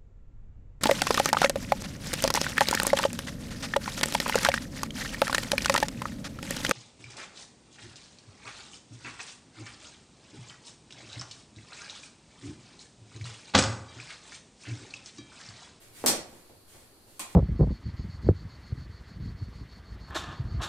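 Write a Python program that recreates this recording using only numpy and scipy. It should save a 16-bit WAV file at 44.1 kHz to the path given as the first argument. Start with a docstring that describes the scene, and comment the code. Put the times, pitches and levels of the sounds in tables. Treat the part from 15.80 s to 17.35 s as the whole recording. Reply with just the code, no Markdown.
"""A quiet carpeted living room, with a floorball stick a few metres from the microphone.
The blade thuds on the carpet and cracks against the hollow plastic ball; later it taps the ball again.
Each blow is a click, a buzz, a short plastic ring and the note of the air inside the ball.
Around the blows the blade brushes the carpet and socked feet step softly, over a faint hiss."""
import sys
import numpy as np
from scipy import signal
from scipy.fft import rfft, irfft
from scipy.io import wavfile
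from scipy.ndimage import uniform_filter1d

SR = 44100
rng = np.random.default_rng(int(sys.argv[2]) if len(sys.argv) > 2 else 0)


def store_wav(level_fs):
    """Save 16-bit WAV to argv[1]."""
    pcm = np.round(np.clip(np.atleast_2d(level_fs), -1, 1) * 32767)
    wavfile.write(sys.argv[1], SR, pcm.T.astype(np.int16))


N = 68355

# blade on ball, hard then light (time [s], click [dB], buzz [dB], shell [dB], echo hold [s], direct [dB])
BALL_HITS = [(.2612, 14.5, -1, 3, 0.024, -13.5), (1.3942, -4, -11, -8.5, 0.0018, -18.5)]
# EQ of the contact click (frequency [Hz], hard blow [dB], light blow [dB])
CLICK_EQ = [(29.6, -10, -24), (122, -31, -12), (236, -8, 0.5), (444, -0.5, -3.5), (1090, -7, 3),
            (1760, -5.5, -5), (3200, -3.5, -1.5), (3680, -2, -4), (5400, 2, -3.5), (8500, 3, 3),
            (11200, -4, -5.5), (13900, -10, -9), (16100, -13.5, -20)]
# ring of plastic shell and blade (frequency [Hz], hard blow [dB], light blow [dB], t60 [s])
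SHELL_MODES = [(2430, -9, 3, .014), (3200, -2, -14, .05), (3530, -7, -8, .07), (4000, -6, -6, .05),
               (4340, 2, -9, .035), (4640, -6, -12, .05), (5520, 1, -16, .015), (5790, 1, -14, .018),
               (6000, 0, -9, .02), (6720, -7, -11, .035), (7600, -3, 0, .02), (8480, 1, -1, .016),
               (8950, -2, -3, .02), (9610, -2, 3, .018), (10850, -5, -14, .02), (11880, -8, -16, .06)]
# notches between the resonances (frequency [Hz], width [Hz], hard blow [dB], light blow [dB])
SHELL_NOTCHES = [(2750, 110, -8, 0), (3030, 130, -10, -2), (3400, 90, -5, 0), (3900, 100, -7, 0),
                 (4980, 170, -5, 0), (5280, 200, 0, -6), (6420, 260, -7, 0), (7000, 320, -6, -1),
                 (10400, 300, -3, -2), (12250, 240, -6, -1)]
# air note of the hollow ball, hard then light (pitch [Hz], level [dB])
AIR_NOTES = [(1128, -9), (1050, -15.5)]


def ball_blows():
    """A hard and a light blow: the blade clicks and buzzes on the ball; its shell and the air in it ring."""
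    out, eqs, notches = np.zeros((2, N)), np.array(CLICK_EQ), np.array(SHELL_NOTCHES)
    buzz = blade_bending(unit(ring(hz=8200, t60=.002)))
    for k, (start, click_db, buzz_db, shell_db, hold_s, direct_db) in enumerate(BALL_HITS):
        contact = undb(click_db) * click(eqs[:, [0, k + 1]])
        shell = unit(sum(undb(mode[k + 1]) * ring(mode[0], mode[-1]) for mode in SHELL_MODES))
        clack = hollow(contact + undb(shell_db) * shell, notches[:, [0, 1, k + 2]])
        note_hz, note_db = AIR_NOTES[k]
        note = undb(note_db) * unit(ring(note_hz, t60=.13, size=8192))
        add(out, start, heard(blade_bending(clack), room(direct_db, pan_db=5, hold_s=hold_s)))
        add(out, start, heard(undb(buzz_db) * buzz, room(direct_db=-2, pan_db=5, hold_s=hold_s)))
        add(out, start, heard(note, room(direct_db=5, pan_db=-1)))
    return out


def blade_bending(sound, travel_s=.0006, at_hz=8000):
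    """Bending waves cross the blade treble first and smear a click into a short crack."""
    hz = np.fft.rfftfreq(len(sound), 1 / SR)
    cycles = 2 * travel_s * np.sqrt(hz * at_hz)
    return irfft(rfft(sound) * np.exp(-2j * np.pi * cycles))


def hollow(sound, notches):
    """Narrow notches between the resonances make a blow sound hollow."""
    hz = np.fft.rfftfreq(len(sound), 1 / SR)
    cuts = [1 + (undb(db) - 1) / (1 + 2j * (hz - centre) / width) for centre, width, db in notches]
    return irfft(rfft(sound) * np.prod(cuts, axis=0))


# the blade lands and rebounds, then the ball bounces on the carpet (time [s], level [dB], echo hold [s])
FLOOR_HITS = [(0.2406, 2.6, 0.037), (.2490, -4, 0.039), (0.2887, -3, 0.004)]
# EQ of a knock on carpet (frequency [Hz], level [dB])
THUD_EQ = [(30, -35), (85, -11), (125, -16.5), (165, -13), (235, 2.5), (550, 2), (750, 1), (950, -6.5),
           (1500, -12), (2000, -17), (4000, -39.5), (9000, -34), (16000, -60)]
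# low ring of the stick (frequency [Hz], level [dB], t60 [s])
STICK_MODES = [(250, 0, .07), (330, -3, .06), (505, -7, .05)]


def floor_thuds():
    """The blade knocks on the carpet twice in quick succession, the ball then bounces on it, and the stick
    rings low."""
    out = np.zeros((2, N))
    stick = unit(sum(undb(db) * ring(hz, t60) for hz, db, t60 in STICK_MODES))
    knock = click(THUD_EQ) + undb(-6) * stick
    for start, db, hold_s in FLOOR_HITS:
        add(out, start, heard(undb(db) * knock, room(direct_db=-3.5, hold_s=hold_s)))
    return out


# soft footfalls (time [s], bump level [dB], heel level [dB])
FOOTFALLS = [(0.016, -31, -46), (.11, -33.5, -30), (.218, -29.5, -21), (0.527, -19.5, -42),
             (0.696, -22, -25.5), (0.945, -25.5, -25), (1.272, -34, -30)]
# EQ of a sock landing on carpet (frequency [Hz], level [dB])
STEP_EQ = [(30, -12), (85, 3), (170, 6.5), (320, 8.5), (700, 3.5), (1400, -12), (4000, -13), (15000, -25)]
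SOFT_DIRECT_DB = -11.5  # steps and brushing are mostly room sound


def footsteps():
    """Socked feet land with a dull bump and a low heel thump."""
    out, response = np.zeros((2, N)), room(SOFT_DIRECT_DB)
    heel = unit(ring(hz=85, t60=.052))
    for start, db, heel_db in FOOTFALLS:
        add(out, start, heard(undb(db) * click(STEP_EQ) + undb(heel_db) * heel, response))
    return out


# strokes on the carpet (time [s], attack [s], hold [s], release [s], level [dB], treble shelf [dB])
BRUSH_STROKES = [(-.02, 0.005, 0.0082, 0.15, -48.5, -1.5), (0.117, 0.041, 0.11, 0.014, -46, 2),
                 (0.464, 0.0071, 0.044, 0.28, -54, 1), (0.87, 0.0073, 0.029, 0.2, -54, 4.5),
                 (0.918, 0.0066, 0.034, 0.42, -60.5, -28), (1.262, 0.01, 0.25, 0.098, -63.5, 9.5),
                 (1.479, 0.0079, 0.017, 0.056, -45, -7.5)]
# EQ of the brushed fibres (frequency [Hz], level [dB])
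BRUSH_EQ = [(100, 8), (400, 4), (1300, 2), (2300, 6), (2900, 2.5), (4500, 1), (6000, 2.5), (9000, 6),
            (12000, 0), (15000, -7.5), (16500, 5)]


def brushing(grain_db=8.5, shelf_hz=3300):
    """Carpet fibres flick under blade and socks in short grainy strokes, some bright, some dull."""
    t, strokes = np.arange(N) / SR, 0
    fibres = unit(rng.standard_normal(N) * undb(grain_db * rng.standard_normal(N))) * np.sqrt(N)
    dull = signal.sosfilt(signal.butter(1, shelf_hz, fs=SR, output="sos"), fibres)
    for start, attack, hold, release, db, treble_db in BRUSH_STROKES:
        pressure = np.interp(t, start + np.cumsum([0, attack, hold, release]), [0, 1, 1, 0])
        strokes = strokes + undb(db) * pressure * (dull + undb(treble_db) * (fibres - dull))
    return heard(signal.fftconvolve(strokes, click(BRUSH_EQ)), room(SOFT_DIRECT_DB))[:, :N]


# reverb time of the living room (frequency [Hz], t60 [s])
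ROOM_DECAY = [(80, 1), (250, 0.45), (700, 0.49), (2000, 0.45), (5000, 0.33), (9000, 0.28), (14000, 0.19)]
# treble beams straight to the microphone while furniture soaks up its echoes (frequency [Hz], level [dB])
DIRECT_EQ = [(200, -1), (1500, -2), (4500, -2.5), (8500, -2), (14000, 6)]


def room(direct_db, pan_db=0, hold_s=.0059, size=32768):
    """Response from one spot: the direct sound, then echoes that thicken, hold and fade, treble first."""
    t, hz = np.arange(size) / SR, np.fft.rfftfreq(size, 1 / SR)
    scatter_db, mixing_s, build_s = 10.5, .024, .00053
    # spiky early echoes melt into a smooth wash
    scatter = undb(scatter_db * np.exp(-t / mixing_s) * rng.standard_normal((2, size)))
    echoes = rng.standard_normal((2, size)) * scatter
    levelled = echoes / np.sqrt(uniform_filter1d(echoes ** 2, size=400))
    spectrum = rfft(stereo_pair(levelled, alike_hz=766))
    centres, tail = np.geomspace(50, 16000, 16), 0
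    fading_s = np.maximum(t - hold_s, 0)
    for centre, weights in zip(centres, np.eye(len(centres))):
        band = irfft(spectrum * over_hz(hz, np.c_[centres, weights]))
        tail = tail + band * np.exp(-np.log(1000) * fading_s / over_hz(centre, ROOM_DECAY))
    response = unit(tail * (1 - np.exp(-t / build_s))) * pan(-1.5)
    direct = click(DIRECT_EQ)
    response[:, :len(direct)] += direct * undb(direct_db) * pan(pan_db)
    return response


# early reflections off the door frame and wall beside the microphone (delay [s], level [dB])
DOORWAY_ECHOES = [(.0021, -19), (.0036, -9), (.0083, -9)]


def doorway(sound, above_hz=2800, size=131072):
    """Near surfaces mirror the treble and comb it to a slightly hollow colour."""
    hz = np.fft.rfftfreq(size, 1 / SR)
    mirrored = hz ** 2 / (hz ** 2 + above_hz ** 2)
    comb = 1 + mirrored * sum(undb(db) * np.exp(-2j * np.pi * hz * delay) for delay, db in DOORWAY_ECHOES)
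    power = 1 + mirrored ** 2 * sum(undb(db) ** 2 for _, db in DOORWAY_ECHOES)
    return irfft(rfft(sound, size) * comb / np.sqrt(power))[:, :N]


# EQ of the noise bed (frequency [Hz], level [dB])
HISS_EQ = [(25, 9.5), (40, -16), (90, 5.5), (160, -3.5), (350, 1.5), (600, -4.5), (1300, -9.5),
           (2000, -15.5), (3600, -14.5), (4400, -6.5), (5400, -17), (8000, -14), (11200, -11),
           (15000, -22.5)]


def hiss(rms_db=-58):
    """Steady room tone and microphone hiss."""
    spectrum = rfft(stereo_pair(rng.standard_normal((2, N)), alike_hz=790))
    bed = irfft(spectrum * undb(over_hz(np.fft.rfftfreq(N, 1 / SR), HISS_EQ)), N)
    return unit(bed) * np.sqrt(2 * N) * undb(rms_db)


def undb(db):
    """Decibels to gain."""
    return 10 ** (np.asarray(db) / 20)


def unit(x):
    """Scale to an energy of one."""
    return x / np.sqrt(np.sum(x ** 2))


def pan(db):
    """Stereo gains with the left side db above the right."""
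    return undb([[db / 2], [-db / 2]])


def over_hz(hz, points):
    """Read (frequency [Hz], value) points on a log-frequency axis."""
    points = np.array(points)
    return np.interp(np.log(hz + 1), np.log(points[:, 0]), points[:, 1])


def click(eq, size=4096):
    """The tightest transient with the given EQ: a minimum-phase pulse."""
    cepstrum = irfft(np.log(undb(over_hz(np.fft.rfftfreq(size, 1 / SR), eq))))
    cepstrum[1:size // 2] *= 2
    cepstrum[size // 2 + 1:] = 0
    return unit(irfft(np.exp(rfft(cepstrum))))


def ring(hz, t60, size=4096):
    """One mode, fading by 60 dB in t60 seconds."""
    t = np.arange(size) / SR
    return np.cos(2 * np.pi * hz * t) * np.exp(-np.log(1000) * t / t60)


def stereo_pair(noise, alike_hz):
    """Two unrelated noises as left and right: near mono in the bass, wide in the treble."""
    hz = np.fft.rfftfreq(noise.shape[1], 1 / SR)
    alike = 0.87 / (1 + (hz / alike_hz) ** 2)
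    mid, side = rfft(noise) * np.sqrt([1 + alike, 1 - alike])
    return irfft(np.array([mid + side, mid - side]), noise.shape[1]) / np.sqrt(2)


def heard(sound, response):
    """A mono sound carried through the room to left and right."""
    return signal.fftconvolve(sound[None], response, axes=1)


def add(out, start_s, sound):
    """Mix a stereo sound in at its time."""
    i = int(np.clip(start_s * SR, 0, N - 1))
    out[:, i:i + sound.shape[1]] += sound[:, :N - i]


def scene():
    """Stick, ball and feet heard from the doorway, over the noise bed."""
    return doorway(ball_blows() + floor_thuds() + footsteps() + brushing()) + hiss()


def record(dry, top_hz=15400):
    """A steep low-pass takes off the very top."""
    return signal.sosfilt(signal.ellip(8, .2, 70, top_hz, fs=SR, output="sos"), dry)


dry = scene()
out = record(dry)
store_wav(out)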